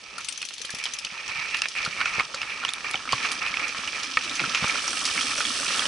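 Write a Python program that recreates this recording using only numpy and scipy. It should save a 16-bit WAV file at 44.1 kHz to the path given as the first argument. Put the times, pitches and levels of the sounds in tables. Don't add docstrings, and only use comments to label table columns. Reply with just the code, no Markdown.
import sys
import numpy as np
from scipy import signal
from scipy.fft import rfft, irfft, next_fast_len
from scipy.io import wavfile

SR = 44100
rng = np.random.default_rng(int(sys.argv[2]) if len(sys.argv) > 2 else 0)


def master_out(mix):
    frames = np.transpose(np.atleast_2d(mix))
    ceiling = np.clip(frames, -1, 1)
    pcm = np.round(ceiling * 32767).astype(np.int16)
    wavfile.write(sys.argv[1], SR, pcm)


def rack_gain(trim_db):
    fader = np.asarray(trim_db, float)
    return 10 ** (fader / 20)


N = 259114

# freq_hz, density_db (per Hz)
FRAME_COLOUR = [(12, -25), (20, -4), (92, -2.5), (149, -1.5), (215, -1), (335, -1.5), (549, 2), (654, -1.5),
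                (900, -4), (1170, -31), (1980, -120)]
# freq_hz, left_minus_right_db
STEREO_LEAN = [(60, -3.5), (120, 1), (220, 0), (420, 1), (820, 0), (1570, -2), (3010, -5), (5780, -2),
               (11100, -0.5)]


def rms_one(x):
    return x / np.sqrt(np.mean(x ** 2) + 1e-20)


def in_time(rows):
    s, *columns = np.transpose(rows)
    return [np.interp(np.arange(N) / SR, s, c) for c in columns]


def at_hz(points, hz):
    table_hz, value = np.transpose(points)
    return np.interp(np.log(hz + 1), np.log(table_hz), value)


def dying(t, t60):
    return rack_gain(-60 * t / t60)


def drift(rate):
    r = np.exp(-80 * np.pi * rate / SR)
    noise = rng.standard_normal(N // 40 + 2002)
    slow = signal.lfilter([1], [1, -2 * r, r * r], noise)[2000:]
    return np.interp(np.arange(N) / 40, np.arange(len(slow)), rms_one(slow))


def resonator(hz, width_hz):
    r = np.exp(-np.pi * width_hz / SR)
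    return [(1 - r * r) / 2, 0, (r * r - 1) / 2], [1, -2 * r * np.cos(2 * np.pi * hz / SR), r * r]


def resonance(x, hz, width_hz):
    return signal.lfilter(*resonator(hz, width_hz), x)


def gliding(x, hz, width_hz):
    out, state = np.empty_like(x), np.zeros((len(x), 2))
    for i in range(0, N, 512):
        b, a = resonator(hz[i], width_hz)
        out[:, i:i + 512], state = signal.lfilter(b, a, x[:, i:i + 512], zi=state)
    return out


def split(low, high, hz, high_db):
    low = signal.sosfilt(signal.butter(4, hz, fs=SR, output="sos"), low)
    high = signal.sosfilt(signal.butter(4, hz, "high", fs=SR, output="sos"), high)
    return low + rack_gain(high_db) * high


def grains(spectrum, per_s, spread_db, clump_db, clump_rate):
    # freq_hz, left_right_likeness (0 to 1)
    likeness = [(60, 0.87), (100, 0.94), (170, 0.77), (290, 0.91), (480, 0.61), (820, 0.53), (1370, 0.98),
                (2320, 0.64), (3900, 0.85), (6580, 0.55), (11100, 0.52)]
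    sizes = rack_gain(spread_db * np.minimum(rng.exponential(1, N), 5) + clump_db * drift(clump_rate))
    cracks = sizes * (rng.random(N) < per_s / SR) * rng.choice([-1, 1], (2, N))
    size = next_fast_len(N + 4096)
    hz = np.arange(size // 2 + 1) * SR / size
    cepstrum = irfft(at_hz(spectrum, hz) * np.log(10) / 20, size)
    cepstrum[1:size // 2] *= 2
    colour = np.exp(rfft(cepstrum[:size // 2], size))
    mid, side = rfft(cracks, size) * colour
    alike = at_hz(likeness, hz)
    lean = rack_gain(at_hz(STEREO_LEAN, hz) / 2)
    mid, side = np.sqrt(1 + alike) * mid, np.sqrt(1 - alike) * side
    return rms_one(irfft([lean * (mid + side), (mid - side) / lean], size)[:, :N])


def add(out, s, sound, peak_db, pan_db):
    at = round(s * SR)
    sound = sound[:N - at]
    gain = rack_gain(peak_db + pan_db * np.array([[.5], [-.5]]))
    out[:, at:at + len(sound)] += sound / np.abs(sound).max() * gain


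def leaf_cover(pace_db):
    # deepest_s, level_db, rise_s (by 10 dB), fade_s (by 10 dB)
    leaf_patches = [(0.22, -39, 0.1, 0), (0.43, -47, 1, 0), (0.83, -37, 0.2, 0.33),
                    (1.15, -33.5, 0.02, 0.1), (1.29, -32, 0.02, 0.08), (1.42, -30, 0.15, 0.13),
                    (1.539, -28.5, 0.03, 0.08), (1.64, -28, -0.2, 0), (1.766, -25.5, -0.06, 0.1),
                    (2.01, -28, 0.06, 0.04), (2.065, -28.5, 0.02, 0.08), (2.155, -32, 0.07, 0.06),
                    (2.198, -22.5, 0.05, 0.02), (2.37, -36, -1.07, 0.4), (2.5, -34, -0.18, 0.23),
                    (2.58, -38, -0.23, 0.2), (2.65, -49, 0.2, 0.5), (2.85, -28, -0.11, 0.07),
                    (2.9, -39.5, -0.1, 0.03), (3.11, -32, -0.28, 0.15), (3.239, -26, 0.02, 0.1),
                    (3.42, -30, 0.02, 0.14), (3.46, -30, 0.03, 0.06), (3.596, -26, 0, 0.1),
                    (3.77, -35, 0, 0.25), (3.959, -32.5, 0.03, 0.13), (4.26, -36, 0.1, 0.35),
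                    (4.41, -33, 0.16, 0.65), (4.555, -26.5, 0.01, 0.06), (4.7, -28, 0.06, 0.08),
                    (5.19, -34, 0.26, 1.1), (5.69, -29, -0.1, 0.16)]
    t = np.arange(0, N, 40) / SR
    patches = np.zeros(len(t))
    for s, db, rise_s, fade_s in leaf_patches:
        away = np.maximum((s - t) / max(rise_s, .01), (t - s) / max(fade_s, .01))
        patches += rack_gain(2 * db - 20 * away)
    litter = rack_gain(2 * (-48 + 0.91 * pace_db))
    return 10 * np.log10(litter + np.interp(np.arange(N) / SR, t, patches))


def leaf_crush(level_db):
    # freq_hz, density_db (per Hz)
    crush_colour = [(880, -27.5), (1500, -13.5), (1660, -18), (1800, -5.5), (2120, -10), (2310, -3.5),
                    (2530, -5), (2790, -7.5), (3290, -32), (4200, -15), (5460, -27), (9240, -120)]
    # time_s, pitch_hz
    leaf_pitch = [(0, 2450), (0.5, 2600), (0.75, 2420), (1.2, 2550), (1.4, 2280), (1.47, 2350),
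                  (1.56, 2700), (1.7, 2400), (2.0, 2300), (2.15, 2500), (2.85, 2380), (3.25, 2420),
                  (3.6, 2380), (3.95, 2380), (4.56, 2600), (4.7, 2290), (5.25, 2490), (5.88, 2850)]
    crush = grains(crush_colour, 5500, 2.7, 2.0, 43)
    shell = resonance(crush, 2280, 190)
    leaves = gliding(crush, *in_time(leaf_pitch), 350)
    return rack_gain(level_db) * rms_one(crush + 0.5 * shell + 1.2 * leaves)


def tread_drone(level_db):
    # freq_hz, density_db (per Hz)
    tread_colour = [(380, -24), (650, -17.5), (792, -12), (938, -12), (1200, -0.5), (1320, 3.5), (1470, -9),
                    (1730, -1), (2000, -9), (2600, -34), (4400, -120)]
    # time_s, level_db
    soft_soil = [(0, 4.5), (0.8, 2), (1.1, 4), (1.28, 7.5), (1.45, 8), (1.6, -3), (2.0, -3), (2.25, 6),
                 (2.6, 1), (3.0, 6), (3.3, -1), (4.0, -4), (5.88, -31)]
    tread = grains(tread_colour, 600, 1.1, 1.5, 23)
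    squash = resonance(tread, 892, 161)
    return rack_gain(level_db) * (tread + rack_gain(*in_time(soft_soil)) * squash)


def grit_hiss(level_db):
    # freq_hz, density_db (per Hz)
    grit_colour = [(1760, -25), (3000, -0.5), (4000, -5.5), (5810, -2.5), (7170, -15.5), (8180, -12.5),
                   (10500, -20.5), (11200, -21), (14600, -46), (22000, -120)]
    coarse = grains(grit_colour, 9000, 3.86, 2.3, 100)
    fine = grains(grit_colour, 18000, 4.1, 1.0, 30)
    return rack_gain(level_db) * split(coarse, fine, 6840, -0.83)


def frame_rumble(level_db):
    deep = rack_gain(np.minimum(-50 - level_db, 0)) * grains(FRAME_COLOUR, 1500, 1.5, 2.5, 25)
    upper = grains(FRAME_COLOUR, 1500, 1.86, 2.9, 16.4)
    return rack_gain(level_db) * split(deep, upper, 163, 0.15)


def tyre_hum():
    # time_s, level_db
    hum_level = [(0, -77), (3.2, -58), (3.6, -52), (4.2, -52), (4.8, -51.5), (5.4, -47.5), (5.88, -48)]
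    shake = grains(FRAME_COLOUR, 1500, 4.4, 3.8, 6.1)
    hum = resonance(resonance(shake, 263, 82), 264, 110)
    return rack_gain(*in_time(hum_level)) * rms_one(hum)


def tyres():
    # time_s, tread_db (pace), grit_db (looseness of the dirt)
    rolling = [(0.0, -49.5, -44.5), (0.18, -45, -44.5), (0.3, -50.5, -40), (0.6, -51, -40.5),
               (0.9, -47.5, -40), (1.16, -46, -42), (1.42, -45.5, -40), (1.83, -44, -38.5),
               (2.04, -41.5, -38.5), (2.55, -43.5, -41), (3.05, -40.5, -38.5), (3.25, -38.5, -33.5),
               (3.44, -40.5, -38.5), (4.05, -40.5, -35), (4.4, -39, -33.5), (5.09, -37, -31),
               (5.5, -38, -31.5), (5.88, -33.5, -29.5)]
    tread_db, grit_db = in_time(rolling)
    pace_db = tread_db + 42
    crush_db = leaf_cover(pace_db)
    swing_db = crush_db + 36
    rumble_db = -51 + 0.75 * pace_db + 0.29 * swing_db
    surface = leaf_crush(crush_db) + tread_drone(tread_db + 0.52 * swing_db)
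    surface += grit_hiss(grit_db + 0.16 * swing_db)
    return surface + frame_rumble(rumble_db) + tyre_hum()


def clicks():
    # start_s, peak_db, ring_hz
    pawl_ticks = [(0.181, -22, 4400), (0.2054, -28, 6030), (0.232, -33, 5600), (0.246, -17.5, 5950),
                  (0.286, -11.5, 8920), (.325, -19, 5800), (.376, -19.5, 6100), (.4176, -19.5, 4230),
                  (0.4512, -18, 5800), (0.4875, -19, 4140), (0.5383, -21.5, 6100), (0.581, -23.5, 4270),
                  (.616, -19.5, 5870), (0.6502, -18, 4200), (.7042, -19, 5600), (0.7476, -20, 5400),
                  (0.786, -21.5, 5850), (.839, -16, 5100), (.9364, -16.5, 6100), (0.9873, -18.5, 5130)]
    # start_s, peak_db, ring_hz, top_db (brightness)
    leaf_snaps = [(1.0485, -18.5, 4500, -19), (1.2795, -19, 5600, -19), (1.5455, -16, 4460, -23),
                  (1.569, -21, 4160, -16), (1.5863, -24.5, 4560, -18), (1.6853, -14, 5200, -14),
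                  (1.8495, -14.5, 4370, -15.5), (2.0553, -21.5, 5700, -21), (2.1495, -25.5, 5570, -20),
                  (2.345, -16, 4440, -23), (2.4159, -24, 5040, -18), (3.123, -13.5, 4520, -20),
                  (3.3166, -11, 4620, -6), (3.68, -20.5, 5570, -17), (3.993, -26, 5660, -17),
                  (4.0323, -18.5, 5130, -16), (4.238, -22, 3750, -22), (4.353, -16, 6150, -14),
                  (4.5468, -17.5, 5800, -19), (4.6802, -13, 5730, -12), (5.053, -11, 5130, -20),
                  (5.2123, -16, 5810, -15), (5.3792, -15, 5660, -13), (5.7803, -15.5, 5700, -9)]
    # start_s, peak_db, ring_hz, top_db (brightness)
    leaf_cracks = [(0.4276, -19, 4500, -22), (0.604, -27, 4300, -22), (0.997, -23, 3500, -22),
                   (0.8555, -15, 3980, -24), (0.863, -17, 4600, -22), (1.114, -30.5, 5000, -22),
                   (1.133, -27, 4690, -24), (1.51, -23, 4340, -21), (1.619, -4.5, 5000, -14),
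                   (2.0144, -28, 4670, -26), (2.138, -24, 5700, -20), (2.1969, -26, 4320, -24),
                   (2.6496, -15, 4100, -14), (2.696, -20, 4350, -3), (2.736, -6, 3730, -6.5),
                   (2.9118, -8, 5030, -1), (3.331, -20, 9700, -6), (3.875, -17, 3760, -20),
                   (4.1714, -36, 4400, -21), (4.1949, -32, 4790, -22), (4.296, -13, 3700, -24),
                   (4.346, -21, 5160, -17), (4.7516, -23, 3500, -18), (5.1735, -22, 3580, -24),
                   (5.4984, -15, 5700, -20.5), (5.6195, -17, 5610, -16)]
    pawls = [(s, db, hz, 0.034, -11.5) for s, db, hz in pawl_ticks]
    snaps = [(s, db, hz, 0.011 + 0.0081 * s, top) for s, db, hz, top in leaf_snaps]
    cracks = [(s, db, hz, 0.0087, top) for s, db, hz, top in leaf_cracks]
    return pawls + snaps + cracks


def ticks():
    # time_s, left_minus_right_db
    bearing = [
        (0, 9),
        (0.75, 7.5),
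        (1.05, 6),
        (2.1, 2),
        (2.7, -5),
        (5.88, -2.5),
    ]
    out, t = np.zeros((2, N)), np.arange(4096) / SR
    body = signal.butter(2, [2200, 6800], "band", fs=SR, output="sos")
    top = signal.butter(3, 7000, "high", fs=SR, output="sos")
    pan_db, = in_time(bearing)
    for s, peak_db, hz, t60, top_db in clicks():
        fizz = rng.standard_normal(len(t)) * (dying(t, t60) + 0.44 * dying(t, 3.25 * t60))
        fizz[0] += 0.17 / t60 * rack_gain(0.31 * (peak_db + 17.5))
        tick = 3.65 * resonance(fizz, hz, 0.059 * hz) + 1.72 * signal.sosfilt(body, fizz)
        tick += rack_gain(0.63 * top_db + 9.5) * signal.sosfilt(top, fizz)
        add(out, s, tick, peak_db, pan_db[round(s * SR)])
    return out


def blows():
    # start_s, peak_db, ring_hz
    stones = [(.1819, -25, 1380), (1.8619, -18, 1390), (2.3425, -22, 1320), (2.6308, -22, 1400),
              (3.0757, -23, 1280), (3.1308, -10, 1090), (3.4217, -18.5, 1310), (3.747, -21.5, 1300),
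              (4.4395, -16, 1330), (4.5495, -20, 1340), (4.5744, -23, 1410), (4.6418, -12, 1200),
              (4.675, -19, 1310), (4.7552, -18, 1340), (5.4051, -15, 1440), (5.8204, -16.5, 1720)]
    chain_slaps = [(.2843, -28.5, 2450), (1.3924, -21, 2240), (1.4527, -21.5, 2260), (1.6566, -11.5, 2360),
                   (1.7528, -19.5, 2380), (1.7744, -28, 2260), (2.0127, -10.5, 2250), (2.0567, -12.5, 2480),
                   (2.2058, -17, 2440), (2.4303, -16, 2230), (2.5028, -20, 2590), (2.8445, -19, 2300),
                   (2.9422, -11.5, 2276), (3.091, -16.5, 2260), (3.254, -11, 2370), (3.463, -17.5, 2440),
                   (3.54, -16, 2220), (4.3947, -10.5, 2420), (4.4018, -12, 2190), (4.5476, -7.5, 2580),
                   (4.6303, -13.5, 2300), (5.177, -13.5, 2210)]
    twigs = [(.416, -24, 2840), (.4283, -19.5, 2550), (.6477, -25.5, 3160), (.6939, -26, 1710),
             (.8551, -18.5, 3240), (.862, -21, 3000), (1.047, -22.5, 3000), (1.0678, -25, 2600),
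             (1.5454, -12.5, 2810), (1.6196, -10.5, 2680), (2.4167, -17, 2670), (2.6498, -9.5, 2850),
             (2.6823, -18, 3280), (2.6895, -14, 3590), (2.9367, -22, 3690), (2.9554, -15, 3020),
             (3.1234, -15.5, 2900), (3.5703, -12, 2640), (3.8762, -18.5, 2890), (4.5744, -16, 2450),
             (4.878, -13.5, 5700), (4.9718, -14.5, 2740), (5.2101, -15, 3200), (5.357, -18.5, 2500),
             (5.452, -13.5, 3340), (5.7935, -12, 3310), (5.8546, -14.5, 3010)]
    clacks = [
        (2.0135, -16.5, 1500),
        (2.058, -20, 1410),
        (2.197, -6.5, 2195),
        (2.198, -12.5, 1280),
        (2.2062, -15, 1230),
        (4.1712, -7, 2280),
        (4.172, -13, 1280),
        (4.173, -13.5, 1865),
    ]
    crackles = [(0.378, -32, 3190), (0.507, -28.5, 2730), (0.7514, -28, 2570), (0.813, -25, 2330),
                (0.8379, -26, 2280), (1.1028, -27, 2250), (1.2058, -27, 2800), (1.282, -28, 2590),
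                (1.295, -22, 2400), (1.3577, -28, 2400), (1.4262, -25.5, 2270), (1.4883, -27, 2650),
                (1.5102, -21, 2530), (1.927, -26, 2370), (1.9652, -23.5, 2520), (2.0042, -15.5, 2350),
                (2.152, -24, 2520), (2.3844, -29, 2530), (2.6372, -20, 1390), (2.9758, -25, 2900),
                (3.0028, -30, 1330), (3.0542, -25, 1310), (3.1806, -19, 2530), (3.2033, -17.5, 2250),
                (3.315, -26, 3140), (3.5012, -26, 2570), (3.7785, -30, 2320), (3.8148, -27, 2470),
                (3.8362, -22, 1310), (3.9303, -20.5, 2360), (4.0175, -29, 2460), (4.056, -27, 2300),
                (4.2103, -21, 2640), (4.2445, -19, 2320), (4.3125, -20, 3670), (4.357, -28, 2280),
                (4.6967, -14.5, 2240), (4.7887, -20, 2970), (5.1902, -15.5, 2410), (5.3148, -16.5, 2440),
                (5.484, -23, 2780), (5.664, -17.5, 2530)]
    pebbles = [(4.7846, -25, 1330), (4.842, -27, 1330), (4.8601, -29, 1250), (4.8781, -25, 1300),
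               (4.9307, -22, 1400), (5.0218, -21.5, 1260), (5.057, -27, 1260), (5.0766, -24, 1320),
               (5.1767, -31, 1310), (5.2138, -33, 1230), (5.38, -22, 1400), (5.405, -19, 1320),
               (5.5177, -24, 1350), (5.5551, -32, 1300), (5.5955, -25, 1500), (5.6316, -22, 1210),
               (5.6527, -22.5, 1370), (5.7057, -20.5, 1330), (5.7636, -26, 1300), (5.8195, -31, 1560),
               (5.8424, -27, 1310), (5.8565, -28, 1320)]
    # rows, t60_s at -15.5 dB, crunch share
    kinds = [(stones, 0.031, 0.56), (chain_slaps, 0.021, 0.39), (twigs, 0.02, 0.32),
             (clacks, 0.035, 0.11), (crackles, 0.013, 0.37), (pebbles, 0.016, 0.3)]
    return sorted((s, db, hz, t60 * rack_gain(-0.45 * (db + 15.5)), crunch)
                  for rows, t60, crunch in kinds for s, db, hz in rows)


def knocks():
    # mode_hz, level_db, t60_s
    shell_modes = [(549, -14, 0.04), (783, -10.5, 0.03), (1117, -10, 0.03), (1383, 1.5, 0.022),
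                   (1805, -3, 0.022), (2260, -6.5, 0.023), (2540, -6, 0.03)]
    out, t = np.zeros((2, N)), np.arange(2048) / SR
    band = signal.butter(3, [900, 3600], "band", fs=SR, output="sos")
    mode_hz, mode_db, mode_t60 = np.transpose(shell_modes)[:, :, None]
    shell = rack_gain(mode_db) * dying(t, mode_t60) * np.sin(2 * np.pi * mode_hz * t)
    for s, peak_db, hz, t60, crunch in blows():
        noise = rng.standard_normal(len(t))
        near = np.exp(-(np.log(mode_hz[:, 0] / hz) / 0.75) ** 2)
        answer = (0.46 + 0.5 * rng.standard_normal(len(near))) * near
        ring = np.sin(2 * np.pi * hz * t) * dying(t, t60) + 0.58 * answer @ shell
        ring += 0.4 * np.sin(4 * np.pi * hz * t) * dying(t, 0.0077)
        crack = 3.0 * signal.sosfilt(band, noise[::-1] * dying(t, 0.0097))
        trail = noise * dying(t, 2.94 * t60)
        trail = 2.6 * resonance(trail, hz, 0.2 * hz) + signal.sosfilt(band, trail)
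        onset = 1 - np.exp(-t / 0.0002)
        add(out, s, (ring + crunch * (crack + trail)) * onset, peak_db, at_hz(STEREO_LEAN, hz))
    return out


def thumps():
    # start_s, peak_db, ring_hz, t60_s
    bumps = [(0.603, -42.5, 460, 0.035), (0.645, -41.5, 528, 0.025), (0.737, -32.5, 188, 0.018),
             (1.12, -42, 188, 0.038), (1.291, -41, 105, 0.04), (1.385, -43, 133, 0.07),
             (1.874, -30.5, 157, 0.03), (2.181, -24.5, 193, 0.012), (2.341, -32.5, 546, 0.042),
             (2.435, -40, 96, 0.021), (2.945, -25, 772, 0.032), (3.133, -31.5, 116, 0.08),
             (3.135, -29, 113, 0.04), (3.506, -36, 184, 0.028), (3.788, -32.5, 206, 0.026),
             (4.172, -39, 511, 0.08), (4.258, -37, 360, 0.036), (4.476, -30, 189, 0.045),
             (4.623, -23, 173, 0.032), (4.642, -21.5, 179, 0.017), (4.777, -41, 258, 0.03),
             (5.178, -37, 266, 0.059), (5.384, -31, 590, 0.033)]
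    out, t = np.zeros((2, N)), np.arange(4096) / SR
    band = signal.butter(2, [70, 800], "band", fs=SR, output="sos")
    knock = signal.sosfilt(band, np.exp(-((t - .003) / 0.00018) ** 2))
    for s, peak_db, hz, t60 in bumps:
        push = np.sin(2 * np.pi * hz * t) * dying(t, t60) * (1 - np.exp(-t / 0.0047))
        add(out, s, push + 0.68 * knock, peak_db, 0)
    return out


def groan():
    # time_s, pitch_hz, level_db
    slip = [
        (4.4, 185, -55),
        (4.412, 179, -46),
        (4.435, 139.5, -40),
        (4.455, 136, -40.5),
        (4.47, 125, -64),
    ]
    hz, level_db = in_time(slip)
    phase = 2 * np.pi * np.cumsum(hz) / SR
    t = np.arange(N) / SR
    sounding = (t > slip[0][0]) * (t < slip[-1][0])
    return rack_gain(level_db) * (np.sin(phase) + 1.23 * np.cos(2 * phase)) * sounding


def whirr():
    # time_s, level_db
    coast = [
        (4.5, -61),
        (4.7, -42),
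        (4.9, -35),
        (5.4, -34),
        (5.88, -33),
    ]
    # freq_hz, density_db (per Hz)
    pawl_colour = [(2060, -23), (3500, -2.5), (4030, -11), (4340, 1), (4620, -5), (5810, -1), (7230, -10),
                   (8200, -2), (10300, -10.5), (11200, -7), (14600, -47), (22000, -120)]
    level_db, = in_time(coast)
    pawls_per_s = 83.5
    turns = np.cumsum(pawls_per_s * (1 + 0.02 * drift(5.7))) / SR
    since_drop_s = (turns % 1) / pawls_per_s
    gate = (np.exp(-since_drop_s / 0.0043) + 0.25) * rack_gain(0.91 * drift(24))
    coasting = np.arange(N) > coast[0][0] * SR
    return coasting * rack_gain(level_db) * rms_one(gate * grains(pawl_colour, 25000, 1.5, 0.71, 36))


def scene():
    return tyres() + ticks() + knocks() + thumps() + groan() + whirr()


def roll_off(x):
    return signal.sosfilt(signal.butter(12, 11690, fs=SR, output="sos"), x)


def record(dry):
    steep = signal.cheby2(14, 44, 11404, fs=SR, output="sos")
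    return roll_off(signal.sosfilt(steep, dry))


dry = scene()
out = record(dry)
master_out(out)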